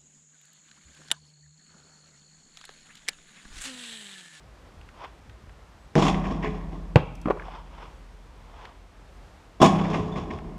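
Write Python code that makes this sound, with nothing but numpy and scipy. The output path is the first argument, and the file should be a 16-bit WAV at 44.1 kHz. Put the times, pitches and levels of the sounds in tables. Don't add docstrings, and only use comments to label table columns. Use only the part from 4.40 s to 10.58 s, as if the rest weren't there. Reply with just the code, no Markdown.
import sys
import numpy as np
from scipy import signal
from scipy.fft import rfft, irfft, next_fast_len
from scipy.io import wavfile
from scipy.ndimage import uniform_filter1d, map_coordinates

SR = 44100
rng = np.random.default_rng(int(sys.argv[2]) if len(sys.argv) > 2 else 0)


def inscribe(sig):
    pcm = np.round(np.clip(np.atleast_2d(sig).T, -1, 1) * 32767)
    wavfile.write(sys.argv[1], SR, pcm.astype(np.int16))


N = 272538

# (time [s], board level [dB], rim level [dB], frame level [dB], pole level [dB],
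# frame ring length [share], clatter level [dB], jangle level [dB], jangle hold [s])
SHOT_HITS = [(1.554, -13.5, -37, -23.5, -27, 1, -20, -20.5, .135),
             (5.215, -16.5, -12.5, -17.5, -35.5, 0.6, -9, -15.5, .047)]
# (time [s], rattle level [dB], net level [dB], rise [s])
RIM_KNOCKS = [(1.742, -28, -26.5, 0.0017), (1.835, -24.5, -41.5, 0.018), (1.902, -29, -48, 0.0052),
              (2.02, -21, -35.5, 0.031), (2.139, -36.5, -66, 0.0082), (2.315, -36, -61, 0.014),
              (5.2, -21.5, -46, 0.0037), (5.387, -29.5, -33.5, 0.006), (5.441, -33, -43, 0.013),
              (5.5, -27.5, -39, 0.00084), (5.528, -20.5, -35, 0.015), (5.755, -24.5, -42.5, 0.0087),
              (5.903, -30, -36, 0.0064)]


def amp(db):
    return 10 ** (np.asarray(db) / 20)


def unit(x):
    return x / np.sqrt(np.mean(x ** 2) + 1e-20)


def along(points, hz):
    f, v = np.transpose(points)
    return np.interp(np.log(hz + 1), np.log(f), v)


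def curve(points):
    return lambda hz: along(points, hz)


def bump(pitch, width, skirt_db):
    return lambda hz: -skirt_db * (np.hypot(np.log2(hz / pitch), width) - width)


def clock(size):
    return np.arange(size) / SR


def add(track, s, sound):
    part = track[round(s * SR):][:len(sound)]
    part += sound[:len(part)]


def noise(colour, size):
    hz = np.fft.rfftfreq(size, 1 / SR) + 1
    phases = np.exp(2j * np.pi * rng.random(len(hz)))
    return unit(irfft(amp(colour(hz)) * phases, size))


def burst(colour, envelope):
    sound = noise(colour, len(envelope)) * envelope
    return sound * np.linalg.norm(envelope) / np.linalg.norm(sound)


def taps(table, t60, width, skirt_db):
    out, t = np.zeros(N), clock(SR // 2)
    for s, db, pitch in table:
        onset = -np.expm1(-(2 * t * pitch) ** 2)
        add(out, s, burst(bump(pitch, width, skirt_db), amp(db - 60 * t / t60) * onset))
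    return out


def ring(modes, t, attack, scatter=1):
    total = 0
    for hz, db, t60 in modes:
        phase = 2 * np.pi * (hz * t + scatter * rng.random())
        total = total + amp(db - 60 * t / t60) * np.sin(phase)
    return -np.expm1(-t / attack) * total


def diffuse(x, decays, build_up):
    hz, t, z = signal.stft(rng.standard_normal(2 * SR), SR, nperseg=256)
    t60 = along(decays, hz)[:, None]
    level = np.sqrt(2 * np.log(1000) / (t60 * SR))
    tail = signal.istft(z * amp(-60 * t / t60) * level, SR, nperseg=256)[1]
    onset = -np.expm1(-(clock(len(tail)) / build_up) ** 2)
    return signal.fftconvolve(x, tail * onset)[:N]


def chatter(t, rate, spread_db, life):
    hits = rng.random(len(t)) < rate / SR
    contacts = hits * amp(spread_db * rng.standard_normal(len(t))) ** 2
    power = signal.lfilter([1], [1, -np.exp(-1 / (life * SR))], contacts + rate / SR / 2)
    size = np.sqrt(power / np.abs(uniform_filter1d(power, size=1800)))
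    return uniform_filter1d(uniform_filter1d(size, size=30), size=30)


def yard():
    # (frequency [Hz], density [dB per Hz])
    air_colour = [(12, -41), (20, -27.5), (49, 3), (103, -9), (119, -10), (225, -15), (298, -16.5),
                  (333, -17), (519, -17.5), (705, -18.5), (1010, -19.5), (2330, -28), (7730, -39.5),
                  (14300, -53), (15500, -60)]
    air_db = -51
    t = clock(N)
    drift = map_coordinates(rng.standard_normal(40), [t * 4])
    air = amp(air_db + 0.6 * drift) * noise(curve(air_colour), N)
    bird_hz = 7820 + 25 * noise(lambda hz: -hz / 4, N)
    note = np.sin(2 * np.pi * np.cumsum(bird_hz) / SR)
    return air + amp(-74) * note * np.exp(-((t - 1.42) / .045) ** 4)


def footsteps():
    # (time [s], level [dB], pitch [Hz])
    footfalls = [(.36, -43, 50.6), (.857, -43, 66.5), (1.03, -46, 68.4), (5.58, -29.5, 84), (5.77, -34, 78),
                 (5.91, -33.5, 81), (6.02, -34, 50.6)]
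    return taps(footfalls, t60=0.53, width=0.58, skirt_db=18.5)


def sleeves():
    # (time of top speed [s], level [dB], rise time constant [s])
    arm_moves = [(0.641, -39.5, 0.042), (3.062, -51, 0.048), (3.154, -42, 0.065), (3.43, -44, 0.091),
                 (4.245, -45.5, 0.11)]
    # (frequency [Hz], density [dB per Hz])
    cloth_colour = [(180, -26), (300, -5.5), (692, 1.5), (762, 2), (970, 7), (1680, -8.5), (3510, -10),
                    (3810, -22), (5330, -19.5), (14000, -73)]
    fall_share = 0.57
    t, speed = clock(N), 0
    for s, db, rise in arm_moves:
        slope = np.where(t < s, rise, rise * fall_share)
        speed = speed + amp(db) * np.exp(-np.abs(t - s) / slope)
    friction = chatter(t, rate=720, spread_db=4.0, life=0.0049)
    return speed * friction * noise(curve(cloth_colour), N)


def small_ticks():
    # (time [s], level [dB], pitch [Hz])
    tick_hits = [(.413, -47, 2630), (.489, -43, 1690), (.646, -36, 1510), (.896, -46, 1910),
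                 (1.094, -48, 1610), (2.753, -50.5, 5840), (2.815, -49.5, 5500), (4.253, -38.5, 2100),
                 (5.987, -39, 1630)]
    return taps(tick_hits, t60=0.025, width=0.21, skirt_db=15.5)


def catch():
    # (time [s], thud level [dB], thud pitch [Hz], clap level [dB])
    hand_pats = [(2.8565, -10.5, 250, -25), (2.8726, -12.5, 260, -26), (2.883, -17, 500, -25),
                 (2.9004, -12.5, 420, -23), (2.9059, -12.5, 513, -16.5), (2.9725, -30.5, 595, -37),
                 (2.997, -31.5, 1490, -38), (3.021, -36.5, 1720, -54), (3.083, -29, 710, -47)]
    # (frequency [Hz], density [dB per Hz])
    clap_colour = [(300, -8), (800, 4), (1170, 7.5), (1600, -7), (2300, -12), (3000, -19.5), (4200, -32),
                   (14000, -54)]
    clap_t60 = 0.04
    out = taps([pat[:3] for pat in hand_pats], t60=0.027, width=0.11, skirt_db=28.0)
    t = clock(SR // 4)
    for s, *_, clap_db in hand_pats:
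        envelope = amp(clap_db - 60 * t / clap_t60) * -np.expm1(-t / 0.00094)
        add(out, s, burst(curve(clap_colour), envelope))
    return out


def bounce():
    # (time [s], level [dB], thump pitch [Hz], contact [s])
    dirt_hits = [(2.5586, -3, 124, 0.012)]
    # (frequency [Hz], level [dB], t60 [s])
    ball_modes = [(335, -17, 0.11), (495, -10, 0.1), (760, -10, 0.049), (1084, -28.5, 0.31),
                  (1200, -21, 0.032), (1460, -21, 0.044), (1590, -39, 0.2), (2040, -22, 0.014),
                  (2380, -24, 0.031), (2623, -9.5, 0.018), (2750, -45, 0.3)]
    # (frequency [Hz], density [dB per Hz])
    smack_colour = [(180, -41), (300, -9.5), (597, -0.5), (1250, -18), (1490, -13.5), (1820, -42),
                    (2560, -32), (3070, -57), (5800, -61), (6400, -41), (15000, -92)]
    crack_colour = [(500, -42), (2500, 17), (4000, -7), (14000, -31)]
    ground_colour = [(60, -1), (250, 4), (550, 3.5), (1100, -2.5), (1600, -11), (3200, -16),
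                     (4500, -27), (14000, -66)]
    out, t = np.zeros(N), clock(SR // 2)
    onset = -np.expm1(-t / 0.00018)
    for s, db, thump_hz, contact in dirt_hits:
        squash = np.cos(2 * np.pi * thump_hz * t) * np.exp(-(t / contact) ** 6) * onset
        smack = burst(curve(smack_colour), onset * amp(-5.5 - 60 * t / 0.049))
        crack = burst(curve(crack_colour), onset * amp(-12.5 - 60 * t / 0.023))
        hush = burst(curve(ground_colour), onset * amp(-19.5 - 60 * t / 0.22))
        air_ring = ring(ball_modes, t, attack=0.00024, scatter=0)
        add(out, s, amp(db) * (squash + smack + crack + hush + air_ring))
    return out


def net_pull(db, rise):
    t = clock(SR // 4)
    taut = rise + 0.001
    snaps = chatter(t, rate=200, spread_db=3, life=.002)
    envelope = amp(db) * snaps * np.exp(-1.5 * (t / taut - 1) ** 2)
    return burst(bump(1990, width=0.69, skirt_db=55), envelope)


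def rattle(db, bright, rise, hold, t60):
    # (frequency [Hz], density [dB per Hz])
    clatter_colour = [(53, -44), (90, -16.5), (182, -3), (226, -5.5), (268, -2), (532, -16.5), (673, -5),
                      (908, -15), (1060, -8), (1360, -25), (2540, -23.5), (3420, -27), (4150, -34.5),
                      (6940, -34.5), (15000, -50)]
    # (frequency [Hz], width [Hz], gain [dB])
    fitting_peaks = [(410, 29, 2.5), (692, 26, -14.5), (1098, 450, 1), (1800, 380, -1.5), (2400, 400, -0.5),
                     (3400, 180, 6.5), (5430, 450, 4.5), (6840, 990, 5)]
    low_cut = [(70, -64), (130, -0.5), (220, -1.5)]
    t = clock(next_fast_len(int((hold + t60 + .1) * SR)))

    def colour(hz):
        peaks = sum(gain / (1 + (2 * (hz - f) / w) ** 2) for f, w, gain in fitting_peaks)
        body = along(clatter_colour, hz) + peaks + along(low_cut, hz)
        tilt = bright * np.log2(np.clip(hz, 150, 6000))
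        softness = .5 * min(db - 3, 0) * np.log2(np.maximum(hz / 5000, 1))
        return body + tilt + softness

    contacts = chatter(t, rate=450, spread_db=3.3, life=.0025)
    release = amp(db - 60 * np.maximum(t - hold, 0) / t60)
    return burst(colour, contacts * release * -np.expm1(-t / rise))


def hoop_rattle():
    # (time [s], level [dB])
    skin_slaps = [(1.5539, -9.5), (1.579, -16.5), (5.2267, -8), (5.502, -30)]
    # (frequency [Hz], density [dB per Hz])
    skin_colour = [(120, -10), (300, 0), (600, 0), (1300, -11), (2400, -8), (4000, -21), (6500, -21),
                   (9000, -38), (15000, -62)]
    # (time [s], level [dB])
    hook_chinks = [(1.62, -41), (1.68, -41), (5.25, -41), (5.41, -49), (5.716, -48)]
    # (frequency [Hz], level [dB], t60 [s])
    hook_modes = [(3435, -2, .18), (3480, 0, .2), (3537, -1, .2), (3580, -6, .15), (2518, -9, .15),
                  (6692, -16, .15)]
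    # (frequency [Hz], t60 [s])
    shudder_decay = [(100, 6.2), (300, 3.63), (1000, 1.98), (3400, 0.24), (7000, 0.35), (14000, 0.73)]
    slap_t60, slap_rise = 0.0061, .0004
    out, t = np.zeros(N), clock(SR // 2)
    for s, *_, clatter_db, jangle_db, hold in SHOT_HITS:
        add(out, s, rattle(clatter_db, bright=0.17, rise=0.00093, hold=0, t60=.14))
        add(out, s, rattle(jangle_db, bright=0.65, rise=0.27 * hold, hold=hold, t60=.15))
        add(out, s, rattle(jangle_db - 11.5, bright=-.3, rise=hold, hold=0, t60=1.8))
    for s, db, net_db, rise in RIM_KNOCKS:
        add(out, s, rattle(db, bright=-1.06, rise=rise, hold=0, t60=.28))
        add(out, s, net_pull(net_db, rise))
    for s, db in hook_chinks:
        contacts = chatter(t, rate=180, spread_db=1.5, life=.002)
        add(out, s, amp(db) * ring(hook_modes, t, attack=0.0025) * contacts)
    for s, db in skin_slaps:
        envelope = amp(db - 60 * t / slap_t60) * -np.expm1(-(t / slap_rise) ** 2)
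        add(out, s, burst(curve(skin_colour), envelope))
    return out + amp(-9.0) * diffuse(out, shudder_decay, build_up=0.004)


def hoop_ring():
    # (frequency [Hz], level [dB], t60 [s])
    board_modes = [(150, 0, .29), (210, -7, .3), (289, -7, .25), (325, -9, .25), (370, -7, .25),
                   (477, -4, .25), (636, -9, .25), (832, -14, .4)]
    rim_modes = [(263.5, -5, .4), (334, -3, .25), (368, 0, .25), (660.5, 2, .26), (687, -5, .25),
                 (757, -9, .3), (792, -10, .27), (985, -9, .25), (1013.5, -1, .25), (1065, -7, .27),
                 (1087, -1, .32), (1204, -12, .25), (2518, -17, .25), (5415, -24, .2)]
    pole_modes = [(43.1, -2, 8), (57.5, -11, 6), (63, -8, 5.5)]
    # (frequency [Hz], level [dB], t60 at full ring length [s])
    frame_modes = [(97, -15, 3.6), (121.5, -18, 3), (163.2, -2, 3.3), (167, -8, 1.9), (194.3, 2, 1.9),
                   (243, -11, 1.1), (260, -6, 1.1), (281, -6, 1.3), (329, -11, 1.7), (347, -8, .8),
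                   (578, -12, 1.3), (682, -14, 1.7), (722, -15, 1.8), (763, -11, 1.3), (787, -12, 1.1),
                   (832, -16, 1.3), (1126, -14, 1.2)]
    # (time [s], level [dB], t60 [s])
    spring_twangs = [(2.034, -23.5, 0.42), (5.49, -28.5, 1.48)]
    spring_hz = 425.5
    knock_board_db, knock_rim_db = -9.5, -11.5
    out, t = np.zeros(N), clock(N)
    for s, board_db, rim_db, frame_db, pole_db, length, *_ in SHOT_HITS:
        shot_frame = [(hz, db, t60 * length) for hz, db, t60 in frame_modes]
        add(out, s, amp(board_db) * ring(board_modes, t, attack=0.003))
        add(out, s, amp(rim_db) * ring(rim_modes, t, attack=0.0072))
        add(out, s, amp(frame_db) * ring(shot_frame, t, attack=0.014))
        add(out, s, amp(pole_db) * ring(pole_modes, t, attack=0.031))
    for s, db, t60 in spring_twangs:
        add(out, s, ring([(spring_hz, db, t60)], t, attack=0.028))
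    t = clock(SR // 2)
    for s, db, _, rise in RIM_KNOCKS:
        add(out, s, amp(db + knock_board_db) * ring(board_modes, t, attack=rise))
        add(out, s, amp(db + knock_rim_db) * ring(rim_modes, t, attack=rise))
    return out


def scene():
    # (frequency [Hz], t60 [s])
    tree_decay = [(100, 0.57), (500, 0.4), (1200, 1), (3000, 0.97), (8000, .3)]
    ball = bounce()
    hoop = hoop_ring() + hoop_rattle()
    hands = catch() + small_ticks()
    sent = amp(-17.5) * ball + amp(-13) * hands + amp(-32.5) * hoop
    echo = diffuse(sent, tree_decay, build_up=0.0041)
    return (yard() + footsteps() + sleeves() + hands + ball + hoop + echo)[None]


def record(dry):
    top_hz = 15100
    held = dry / (1 + np.abs(dry) ** 8) ** (1 / 8)
    size = next_fast_len(N + SR // 2)
    passed = np.fft.rfftfreq(size, 1 / SR) < top_hz
    return irfft(rfft(held, size) * passed, size)[:, :N]


dry = scene()
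out = record(dry)
inscribe(out)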